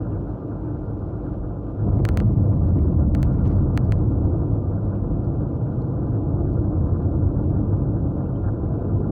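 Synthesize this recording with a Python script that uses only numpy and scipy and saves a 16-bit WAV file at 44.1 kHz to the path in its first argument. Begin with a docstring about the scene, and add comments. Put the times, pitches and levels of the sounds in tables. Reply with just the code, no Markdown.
"""Car on a damp lane

A car drives along a damp country lane, heard from behind the windscreen.
Shaped noise makes the shaking body and the tyres; sine orders make a faint engine hum; hiss makes the air.
On a broken, wet stretch the rumble swells, noise in spurts rustles as spray, and sand crackles on the glass.
Grit strikes the windscreen as tiny falling chirps; small parts tick with damped rings and trim squeaks.
Thin, very high pings ride on the loudest rumble."""
import sys
import numpy as np
from scipy import signal
from scipy.fft import rfft, irfft, next_fast_len
from scipy.io import wavfile
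from scipy.ndimage import uniform_filter1d, minimum_filter1d

SR = 44100
rng = np.random.default_rng(int(sys.argv[2]) if len(sys.argv) > 2 else 0)


def log_audio(samples):
    """Write samples as a 16-bit WAV file to the path given in sys.argv[1]."""
    # one column per channel
    frames = np.atleast_2d(samples).T
    # limit to full scale, then quantise
    limited = np.clip(frames, -1, 1)
    pcm = np.round(limited * 32767).astype(np.int16)
    wavfile.write(sys.argv[1], SR, pcm)


N = 401751
T = np.arange(N) / SR
HZ = np.maximum(np.arange(N // 2 + 1) * SR / N, 1)


def from_db(db):
    """Decibels to gain."""
    return 10 ** (np.asarray(db) / 20)


def rms_one(x):
    """Scale to rms 1."""
    return x / np.sqrt(np.mean(x ** 2) + 1e-20)


def in_time(rows):
    """Interpolate each column of a t/s table at every sample."""
    t_s, *columns = np.transpose(rows)
    return [np.interp(T, t_s, column) for column in columns]


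def at_hz(points, hz):
    """Read a spectrum in dB on a log-frequency axis."""
    points_hz, points_db = np.array(points).T
    return np.interp(np.log(hz), np.log(points_hz), points_db)


def ramp(start_s, length_s):
    """Rise from 0 to 1 and stay there."""
    return np.clip((T - start_s) / length_s, 0, 1)


def swells_db(rows):
    """Sum of Gaussian swells or dips; one curve per column of lifts."""
    return sum(np.outer(lifts_db, np.exp(-((T - t_s) / half_s) ** 2)) for t_s, half_s, *lifts_db in rows)


def passband(low_hz, high_hz):
    """Gain of a steep band-pass at each frequency."""
    return 1 / np.sqrt((1 + (low_hz / HZ) ** 20) * (1 + (HZ / high_hz) ** 20))


def noise(gain):
    """Gaussian noise of rms 1 with the given gain at each frequency."""
    size = next_fast_len(N)
    shape = np.interp(np.arange(size // 2 + 1) * SR / size, HZ, gain)
    return rms_one(irfft(rfft(rng.standard_normal(size)) * shape, size)[:N])


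def drift(rate_hz):
    """Slow random curve of spread 1, low-passed at rate_hz."""
    step = 40  # samples between drawn points
    size = next_fast_len(N // step + 2)
    hz = np.arange(size // 2 + 1) * SR / step / size
    slow = rms_one(irfft(rfft(rng.standard_normal(size)) / (1 + (hz / rate_hz) ** 4), size))
    return np.interp(np.arange(N) / step, np.arange(size), slow)


def held_even(x, even_s):
    """Rms 1 over every stretch of about even_s."""
    size = max(int(even_s * SR), 1)
    power = uniform_filter1d(uniform_filter1d(x * x, size), size)
    return x / np.sqrt(power + 1e-9)


def gathered(x, pitch, share, width_hz):
    """Part of a vibration gathers round one loose, moving pitch."""
    centre_hz, = in_time(pitch)
    carrier = np.exp(2j * np.pi * np.cumsum(centre_hz) / SR)
    focus = np.real((drift(width_hz) + 1j * drift(width_hz)) * carrier)
    return np.sqrt(1 - share) * x + np.sqrt(share) * focus


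def add(out, t_s, sound):
    """Mix a short sound in at t_s."""
    i = max(round(t_s * SR), 0)
    out[i:i + len(sound)] += sound[:N - i]


# road noise let through by the body: f/Hz, relative density/dB per Hz
CABIN_SLOPE = [(12, -37.5), (23, -32), (33, -11), (48, -3), (100, -7.5), (165, -10.5), (245, -16),
               (400, -22), (650, -27.5), (1000, -38), (1500, -47.5), (1650, -56), (1760, -60), (1825, -75),
               (2400, -100)]
# cabin and panel resonances: f/Hz, width/Hz, lift/dB
CABIN_MODES = [(84, 19, 0.5), (107, 13, 2), (136, 21, 3.5), (142, 29, 1), (201, 44, 3), (275.1, 27, 5.5),
               (302.3, 34, 9), (339.3, 66, 6.5), (487, 59, 4.5), (569, 60, 2.5), (672, 86, 2.5),
               (820, 47, 2.5), (1015, 61, 4.5), (1116, 45, -3.5), (1189, 70, 7), (1310, 57, 3.5),
               (1396, 33, 9.5), (1462, 35, -1.5)]


def cabin_gain():
    """The body muffles the treble; air and panel resonances stand out of the slope."""
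    lifts_db = sum(db / (1 + (2 * (HZ - hz) / width_hz) ** 2) ** 2 for hz, width_hz, db in CABIN_MODES)
    return from_db(at_hz(CABIN_SLOPE, HZ) + lifts_db)


def vibration(cabin, low_hz, high_hz, even_s):
    """Random vibration held steady in one range of the cabin's response."""
    return held_even(noise(cabin * passband(low_hz, high_hz)), even_s)


# roughness of the lane: t/s, level above smooth tarmac/dB
ROUGHNESS = [(0, 4), (.3, -1), (.49, -3), (.68, 0), (1.25, -0.5), (1.76, -2), (1.86, 11), (2.25, 12),
             (2.75, 12.5), (3.2, 11), (4.2, 9.5), (4.6, 6.5), (5.0, 4), (6.1, 5), (6.7, 8.5), (7.7, 8),
             (8.35, 4), (9.11, 6)]
# smooth tarmac gives way to coarse chippings
COARSE_FROM_S, CROSSING_S = 1.8, 0.052


def response_db(part):
    """A part's level follows the lane's roughness and steps where the chippings begin."""
    roughness_db, = in_time(ROUGHNESS)
    coarse = ramp(COARSE_FROM_S, CROSSING_S)
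    return part["db"] + part["follows"] * roughness_db + part["coarse_db"] * coarse


# response to the road: db = level on smooth tarmac/dB, follows = share of roughness/(dB/dB),
# coarse_db = step on the chippings/dB
SHAKE_RESPONSE = dict(db=-36, follows=1.13, coarse_db=-3.5)
BOOM_RESPONSE = dict(db=-30, follows=0.98, coarse_db=0.75)
DRONE_RESPONSE = dict(db=-35, follows=0.64, coarse_db=2)
# centre of the wandering floor boom: t/s, f/Hz
BOOM_PITCH = [(0, 101.8), (2.35, 105.1), (2.95, 75), (3.751, 101), (5.15, 103.2), (5.8, 125), (6.9, 86),
              (7.45, 90), (7.799, 100.3)]
# centre of the wandering panel drone: t/s, f/Hz
DRONE_PITCH = [(0, 150.9), (1.299, 182.3), (3.0, 193.1), (4.6, 170.4), (5.399, 145.2), (7.7, 147.4),
               (8.299, 171.4), (9.11, 180)]


def road(cabin, shake_lift_db, drone_lift_db):
    """Bumps shake the suspension, boom in the floor and set the panels droning."""
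    shake = vibration(cabin, low_hz=12, high_hz=65, even_s=0.048)
    shake = from_db(response_db(SHAKE_RESPONSE) + shake_lift_db) * shake

    floor = vibration(cabin, low_hz=69, high_hz=141.5, even_s=0.28)
    floor = gathered(floor, BOOM_PITCH, share=0.41, width_hz=8.5)
    boom = from_db(response_db(BOOM_RESPONSE)) * held_even(floor, even_s=0.29)

    panels = vibration(cabin, low_hz=142, high_hz=262, even_s=0.14)
    panels = gathered(panels, DRONE_PITCH, share=0.15, width_hz=12)
    drone = from_db(response_db(DRONE_RESPONSE) + drone_lift_db) * held_even(panels, even_s=0.26)
    return shake + boom + drone


# response to the road: db = level on smooth tarmac/dB, follows = share of roughness/(dB/dB),
# coarse_db = step on the chippings/dB
ROAR_RESPONSE = dict(db=-40, follows=0.089, coarse_db=2)
RUSH_RESPONSE = dict(db=-50.5, follows=0.24, coarse_db=0.84)
# tyre hum per patch of surface, before HUM_TRIM_DB: t/s, level/dB
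HUM_LEVEL = [(0.01, -34.5), (0.15, -32), (0.36, -38), (0.5, -31.5), (0.57, -38), (0.66, -30.5),
             (0.79, -36.5), (1.3, -33), (1.53, -38.5), (2.02, -28.5), (2.2, -32), (2.39, -29), (2.5, -33.5),
             (2.67, -32.5), (2.77, -26), (3.27, -32.5), (3.52, -29.5), (3.85, -33.5), (3.96, -28.5),
             (4.54, -30), (4.68, -34.5), (5.34, -31.5), (5.74, -35), (5.86, -32.5), (6.3, -28.5),
             (6.75, -29), (6.91, -35), (7.12, -29.5), (7.89, -30), (8.26, -33.5), (9.1, -29.5)]
# tread whirr, before WHIRR_TRIM_DB; also steers rush, fringe and air: t/s, level/dB
WHIRR_LEVEL = [(0.01, -55), (0.96, -56), (1.32, -56.5), (1.59, -58), (2.08, -54), (2.31, -60), (3.0, -56),
               (3.12, -62.5), (3.21, -53.5), (3.63, -54.0), (4.08, -57.5), (4.92, -55.5), (5.17, -57.5),
               (6.96, -56), (7.83, -57), (9.1, -54.5)]
# brief dips and surges of the tread: mid t/s, half-length/s, roar lift/dB, rush lift/dB, whirr lift/dB
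TREAD_PATCHES = [(.66, .06, -3.5, 1, -1.5), (1.875, 0.022, 4.5, 3, -2), (2.0, .07, 4, 0.5, -0.5),
                 (2.19, .05, 2, 2, 1), (2.34, .05, -2.5, -1.5, -6), (2.49, .03, 5, 1, -4),
                 (4.08, .035, -2, -1, -1.5), (4.33, .035, 3.5, 1, 2), (4.62, .046, -0.5, -1.5, -6),
                 (5.59, .04, -0.5, -0.5, -3.5), (5.7, 0.045, 0, -2, 3), (6.35, .07, 1, 4, 0.5),
                 (6.48, .04, -1.5, -6, 1.5), (6.88, .08, 0.5, 1.5, -0.5), (7.09, .03, 1, -7.5, 0),
                 (7.485, .035, -1.5, -4.5, -6), (7.75, .035, -1.5, 3, 1.5), (8.0, .03, -2, -3.5, -1),
                 (8.81, .035, 4, -1.5, 2.5)]
HUM_TRIM_DB, WHIRR_TRIM_DB = -0.24, 0.06
FRINGE_DB = -10.5  # re whirr table
SWISH_DB = 9.5  # re water thrown


def tyres(cabin, flutter_db=2.0, flicker_db=2, grain_db=0.6, roar_share=.06, rush_share=0.32):
    """Carcass hums; tread roars, rushes, whirrs, flutters most in its bright fringe, swishes in the wet."""
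    flutter = drift(24)
    hum_db, = in_time(HUM_LEVEL)
    whirr_db, = in_time(WHIRR_LEVEL)
    roar_lift_db, rush_lift_db, whirr_lift_db = swells_db(TREAD_PATCHES)

    hum = from_db(HUM_TRIM_DB + hum_db) * vibration(cabin, low_hz=259, high_hz=423, even_s=0.11)

    roar_db = response_db(ROAR_RESPONSE) + roar_lift_db
    roar_db = roar_db + roar_share * (hum_db - hum_db.mean()) + grain_db * flutter
    roar = from_db(roar_db) * vibration(cabin, low_hz=398, high_hz=792, even_s=0.089)

    rush_db = response_db(RUSH_RESPONSE) + rush_lift_db
    rush_db = rush_db + rush_share * (whirr_db - whirr_db.mean()) + .5 * flutter_db * flutter
    rush = from_db(rush_db) * vibration(cabin, low_hz=810, high_hz=1220, even_s=.15)

    whirr = noise(cabin * passband(low_hz=1200, high_hz=1630))
    whirr = held_even(from_db(flutter_db * (flutter + drift(17))) * whirr, even_s=0.13)
    whirr = from_db(WHIRR_TRIM_DB + whirr_db + whirr_lift_db) * whirr

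    flicker = 1.5 * drift(14) + 1.6 * flutter
    fringe_db = FRINGE_DB + whirr_db + whirr_lift_db + flicker_db * flicker
    fringe = from_db(fringe_db) * vibration(cabin, low_hz=1530, high_hz=1850, even_s=.3)

    swish = vibration(cabin, low_hz=820, high_hz=1700, even_s=.3)
    swish = from_db(SWISH_DB) * water_thrown() * swish
    return hum + roar + rush + whirr + fringe + swish


# engine orders: multiple of firing rate, rms level/dB
ENGINE_ORDERS = [(1, -41), (2, -40.5), (3, -49), (6, -46)]
FIRING_HZ, EXCESS_HZ, SETTLE_S = 50.7, .7, .8  # cruise, excess at the start, time constant


def engine(waver_db=2.0, wander=.01):
    """Low orders of the firing rate, which settles to a cruise; each wavers in strength."""
    firing_hz = FIRING_HZ + EXCESS_HZ * np.exp(-T / SETTLE_S)
    phase = 2 * np.pi * np.cumsum(firing_hz * (1 + wander * drift(4))) / SR
    hum = np.zeros(N)
    for order, db in ENGINE_ORDERS:
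        gain = np.sqrt(2) * from_db(db + waver_db * drift(4.6))
        hum += gain * np.sin(round(order) * phase + rng.uniform(0, 2 * np.pi))
    return hum


# air hiss: f/Hz, relative density/dB per Hz
AIR_COLOUR = [(900, -6), (2000, 1), (2750, -0.5), (4000, -7.5), (6000, -13), (8000, -19.5), (13000, -20),
              (15500, -16.5)]
AIR_DB = -74.5


def air(flutter_db=0.8, eddy_db=2.0, whirr_share=0.41, count=4):
    """A faint hiss of air round the glass; its lower ranges flutter in eddies of their own."""
    colour = from_db(at_hz(AIR_COLOUR, HZ))
    whirr_db, = in_time(WHIRR_LEVEL)
    edges_hz = [900, *np.geomspace(2050, 5000, count), SR / 2]
    hiss = np.zeros(N)
    for low_hz, high_hz in zip(edges_hz, edges_hz[1:]):
        band = colour * passband(low_hz, high_hz)
        eddies = from_db(eddy_db * drift(30)) if high_hz < SR / 2 else 1
        hiss += np.linalg.norm(band) * noise(band) * eddies
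    level_db = AIR_DB + whirr_share * (whirr_db - whirr_db.mean()) + flutter_db * drift(25)
    return from_db(level_db) * rms_one(hiss)


# faint squeaks of the trim: t/s, f/Hz, level/dB, length/s
SQUEAKS = [(0.112, 2710, -72, 0.043), (0.134, 2240, -73, .04), (8.245, 2720, -72.5, 0.035),
           (8.354, 3060, -70, 0.02)]


def squeaks(width_hz=90):
    """Plastic rubs on plastic: short, rough whistles of narrow noise."""
    out = np.zeros(N)
    for t_s, hz, db, length_s in SQUEAKS:
        swell = np.sin(np.pi * ramp(t_s, length_s))
        out += from_db(db) * swell * noise(1 / (1 + ((HZ - hz) / width_hz) ** 2))
    return out


# wet stretch; the tyres take time to wet and to dry
WET_FROM_S, WET_UNTIL_S, WETTING_S, DRYING_S, SPRAY_DB = 1.79, 2.9, 0.082, .15, -72.5
# short bursts of rustle: peak t/s, level/dB
BURSTS = [(1.97, -64), (2.06, -59.5), (2.175, -60), (2.535, -68), (2.765, -63.5), (2.82, -70), (3.145, -65),
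          (3.21, -64), (3.335, -66), (3.39, -69), (3.465, -56), (3.505, -69), (3.561, -66.5), (3.85, -68.5),
          (3.925, -63), (3.98, -70), (4.245, -69)]
BURST_ATTACK_S, BURST_DECAY_S = 0.023, 0.066


def water_thrown():
    """Level of steady spray over the wet stretch, plus a quick, dying burst of rustle at each listed time."""
    drying = np.exp(-np.maximum(T - WET_UNTIL_S, 0) / DRYING_S)
    steady = from_db(SPRAY_DB) * ramp(WET_FROM_S, WETTING_S) * drying
    power = steady ** 2
    for t_s, db in BURSTS:
        decay = np.exp(-np.maximum(T - t_s, 0) / BURST_DECAY_S)
        burst = from_db(db) * ramp(t_s - BURST_ATTACK_S, BURST_ATTACK_S) * decay
        power += burst ** 2
    return np.sqrt(power)


# spray heard through the body: f/Hz, relative density/dB per Hz
SPRAY_COLOUR = [(1000, -8), (1600, 9.5), (2400, 0.5), (3700, -10), (4700, -8.5), (6500, -19), (9000, -28)]


def spray(spurt_db=2.5, patter_db=4.0, count=6):
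    """Water thrown into the wheel arches: a muffled rustle in spurts, each range pattering on its own."""
    colour = from_db(at_hz(SPRAY_COLOUR, HZ))
    edges_hz = np.geomspace(1300, 9000, count + 1)
    rustle = np.zeros(N)
    for low_hz, high_hz in zip(edges_hz, edges_hz[1:]):
        band = colour * passband(low_hz, high_hz)
        rustle += np.linalg.norm(band) * noise(band) * from_db(patter_db * drift(70))
    return water_thrown() * rms_one(rustle * from_db(spurt_db * drift(70)))


# what the glass passes on, for sand and grit: f/Hz, gain/dB
GLASS = [(250, -15.5), (430, -8), (600, 0.5), (770, -2), (1000, -9.5), (1300, -0.5), (2000, -3.5),
         (2900, -9.5), (3800, -17), (4300, -9), (5050, -19), (5550, -26.5), (6000, -15.5), (6500, -14.5),
         (6800, -30.5), (7200, -17.5), (9500, -20), (12300, -36.5), (13600, -30), (14700, -16.5),
         (16000, -20)]
SAND_PER_S, SAND_DB = 60, 2.5  # mean grain rate; smallest grain's peak re water_thrown()


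def sand(spread_db=2.5, size=256):
    """Tiny grains of uneven size crackle on the glass, following the level of the rustle."""
    hz = np.maximum(np.arange(size // 2 + 1) * SR / size, 1)
    tick = np.roll(irfft(from_db(at_hz(GLASS, hz))), size // 2)
    excess_db = spread_db * np.minimum(rng.exponential(1, N), 3)
    sizes = from_db(SAND_DB + excess_db) * rng.choice([-1, 1], N)
    hits = rng.random(N) < SAND_PER_S / SR
    return signal.fftconvolve(hits * sizes * water_thrown(), tick / tick.max())[:N]


# ticks of gravel and loose trim: t/s, peak level/dB, f/Hz, chatter decay/s
TICKS = [(1.897, -61, 4350, 0.0044), (2.188, -44, 2700, .008), (2.209, -47, 3120, 0.0043),
         (2.423, -58, 4560, .008), (2.592, -59.5, 3500, .002), (2.689, -57.5, 4500, .001),
         (2.789, -56, 2910, .001), (2.811, -59.5, 4670, 0.0075), (3.243, -47, 2400, .014),
         (3.329, -58.5, 5400, .006), (3.455, -46, 2970, .005), (3.465, -54, 4450, .005),
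         (3.4755, -44, 5900, .002), (3.496, -54, 2300, 0.0065), (3.531, -55.5, 3200, .002),
         (3.557, -59, 4600, .009), (3.846, -56, 4700, .01), (4.253, -63, 4450, .008),
         (4.954, -55.5, 2430, .008), (5.244, -59.5, 4850, 0.0043), (5.489, -62, 3050, .003),
         (5.819, -54, 4300, .003), (6.066, -63, 4500, .008), (6.531, -56, 4470, .003),
         (7.022, -60, 3330, .006), (7.609, -60, 4270, .003)]
# what a tick rings with: multiple of its f, level/dB, t60/s
TICK_MODES = [(.58, -10, .005), (.77, -12, .005), (1, 1.5, .008), (1.16, -8.5, .004), (1.381, -10, 0.0037)]


def ticks(size=2048, chatter_db=-17):
    """A sharp contact, then a brief chatter; each small piece rings at its own pitch."""
    out, t = np.zeros(N), np.arange(size) / SR
    for t_s, db, hz, chatter_s in TICKS:
        contact = from_db(chatter_db) * rng.standard_normal(size) * np.exp(-t / chatter_s)
        contact[0] = 1
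        body = np.zeros(size)
        for ratio, mode_db, t60_s in TICK_MODES:
            body += from_db(mode_db - 60 * t / t60_s) * np.sin(2 * np.pi * ratio * hz * t)
        tick = signal.fftconvolve(contact, body)[:size]
        add(out, t_s, from_db(db) * tick / np.abs(tick).max())
    return out


# grit on the windscreen: t/s, level/dB, brightness above 2 kHz/dB per octave, body below 1.5 kHz/dB,
# travel scale/s (wave delay = scale * sqrt(1000 / (f + BEND_KNEE_HZ)))
GRIT = [(2.0505, -15, -1, 2, 0.0047), (2.0797, -52, 1, -2, 0.0048), (2.0863, -20.5, -1, 1, 0.007),
        (2.1275, -50, 2, -5, .002), (2.1722, -17, 0, 3, 0.0036), (2.2, -21, -4, 3.5, 0.0054),
        (3.1472, -25.5, -1.5, -2, 0.0068), (3.2269, -22.5, 1.5, 2, 0.0076), (3.7737, -15, -2, 3, 0.0053),
        (3.9205, -19, -3, -0.5, 0.0043)]
BEND_KNEE_HZ = 2323  # below this the waves arrive nearly together
TAIL_T60_S = .035


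def grit(size=2048, tail_db=-38, tail_top_hz=5000, edge_db=-16, detour=1.6, detour_spread=.15):
    """High bending waves run faster: each hit chirps down, with an edge echo and a short, dull tail."""
    out, t = np.zeros(N), np.arange(size) / SR
    hz = np.maximum(np.arange(size // 2 + 1) * SR / size, 1)
    lows = 1 / (1 + (hz / 1500) ** 4)
    octaves_up = np.log2(np.maximum(hz / 2000, 1))
    tail = from_db(-60 * t / TAIL_T60_S)  # the dull noise tail dies quickly
    for t_s, db, bright_db, body_db, travel_s in GRIT:
        scatter = rng.standard_normal(size)
        phase = -4j * np.pi * travel_s * np.sqrt(1000 * (hz + BEND_KNEE_HZ))
        echo_path = detour + detour_spread * np.tanh(scatter[-1])
        travel = np.exp(phase) + from_db(edge_db) * np.exp(phase * echo_path)
        blow = 1 + from_db(tail_db) * rfft(tail * scatter) / (1 + (hz / tail_top_hz) ** 2)
        colour = from_db(at_hz(GLASS, hz) + body_db * lows + bright_db * octaves_up)
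        tick = irfft(blow * travel * colour)
        add(out, t_s, from_db(db) * tick[:size // 2] / np.abs(tick).max())
    return out


def thin_pings(x, hz=12050, t60_s=.0023, db=0.5, from_level_db=-21.5, size=256, window_s=.25):
    """Faint, very high pings on a 20 ms beat, heard only while the rumble is at its loudest."""
    clicks, t = np.zeros(N), np.arange(size) / SR
    level = np.sqrt(uniform_filter1d(x * x, int(window_s * SR)) + 1e-9)
    excess = np.maximum(level - from_db(from_level_db), 0)
    beat = slice(SR // 100, N, SR // 50)
    clicks[beat] = (x * np.abs(x) / level * excess)[beat]
    ping = np.sin(2 * np.pi * hz * t) * t / t60_s * from_db(-60 * t / t60_s)
    return from_db(db) * signal.fftconvolve(clicks, ping)[:N]


def limiter(x, ceiling=0.32, size=441):
    """The gain dips smoothly round any swing above the ceiling."""
    gain = minimum_filter1d(np.minimum(ceiling / (np.abs(x) + 1e-9), 1), 2 * size + 1)
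    return x * uniform_filter1d(uniform_filter1d(gain, size), size)


# bumps, broken patches and lulls: mid t/s, half-length/s, shake lift/dB, drone lift/dB
BUMPS = [(1.37, 0.076, 11, 1), (1.66, 0.072, 5, -2), (1.8, .04, 4, -3), (1.875, .03, 6, 1.5),
         (2.07, .09, 4.5, -2.5), (2.23, 0.064, 3.5, 4), (2.52, 0.043, -5, 1), (3.12, 0.14, 4, 4.5),
         (3.52, 0.06, 1.5, 1), (3.702, 0.55, 1.5, -0.5), (4.381, 0.14, -1, -2.5), (5.101, 0.17, 8.5, 3),
         (5.68, 0.099, -7, 0), (6.35, 0.037, 1.5, 2), (6.5, .07, 4, -2.5), (6.82, .06, 0.5, 1),
         (7.08, .06, -5, -3), (7.28, .07, 3, -3), (7.6, .17, -0.5, 1.5), (7.981, .17, 0.5, 2),
         (8.445, 0.086, 4, -2.5), (8.95, .07, -0.5, 2.5)]


def scene():
    """Everything meets at one microphone by the windscreen."""
    cabin = cabin_gain()
    shake_lift_db, drone_lift_db = swells_db(BUMPS)
    rolling = road(cabin, shake_lift_db, drone_lift_db) + tyres(cabin)
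    steady = rolling + engine() + air()
    return (steady + squeaks() + spray() + sand() + ticks() + grit())[None]


def record(dry, low_cut_hz=31, top_cut_hz=16000, fade_s=.006):
    """Cut the deepest bass, hold peaks down, add the thin pings, ease the ends and cut the top."""
    low_cut = signal.butter(8, low_cut_hz, "high", fs=SR, output="sos")
    x = limiter(signal.sosfilt(low_cut, dry))
    to_nearest_end_s = np.minimum(T, T[::-1])
    fade = np.sin(np.pi / 2 * np.minimum(to_nearest_end_s / fade_s, 1)) ** 2
    x = (x + thin_pings(x[0])) * fade
    top_cut = signal.ellip(10, .1, 80, top_cut_hz, fs=SR, output="sos")
    return signal.sosfilt(top_cut, x)


dry = scene()
out = record(dry)
log_audio(out)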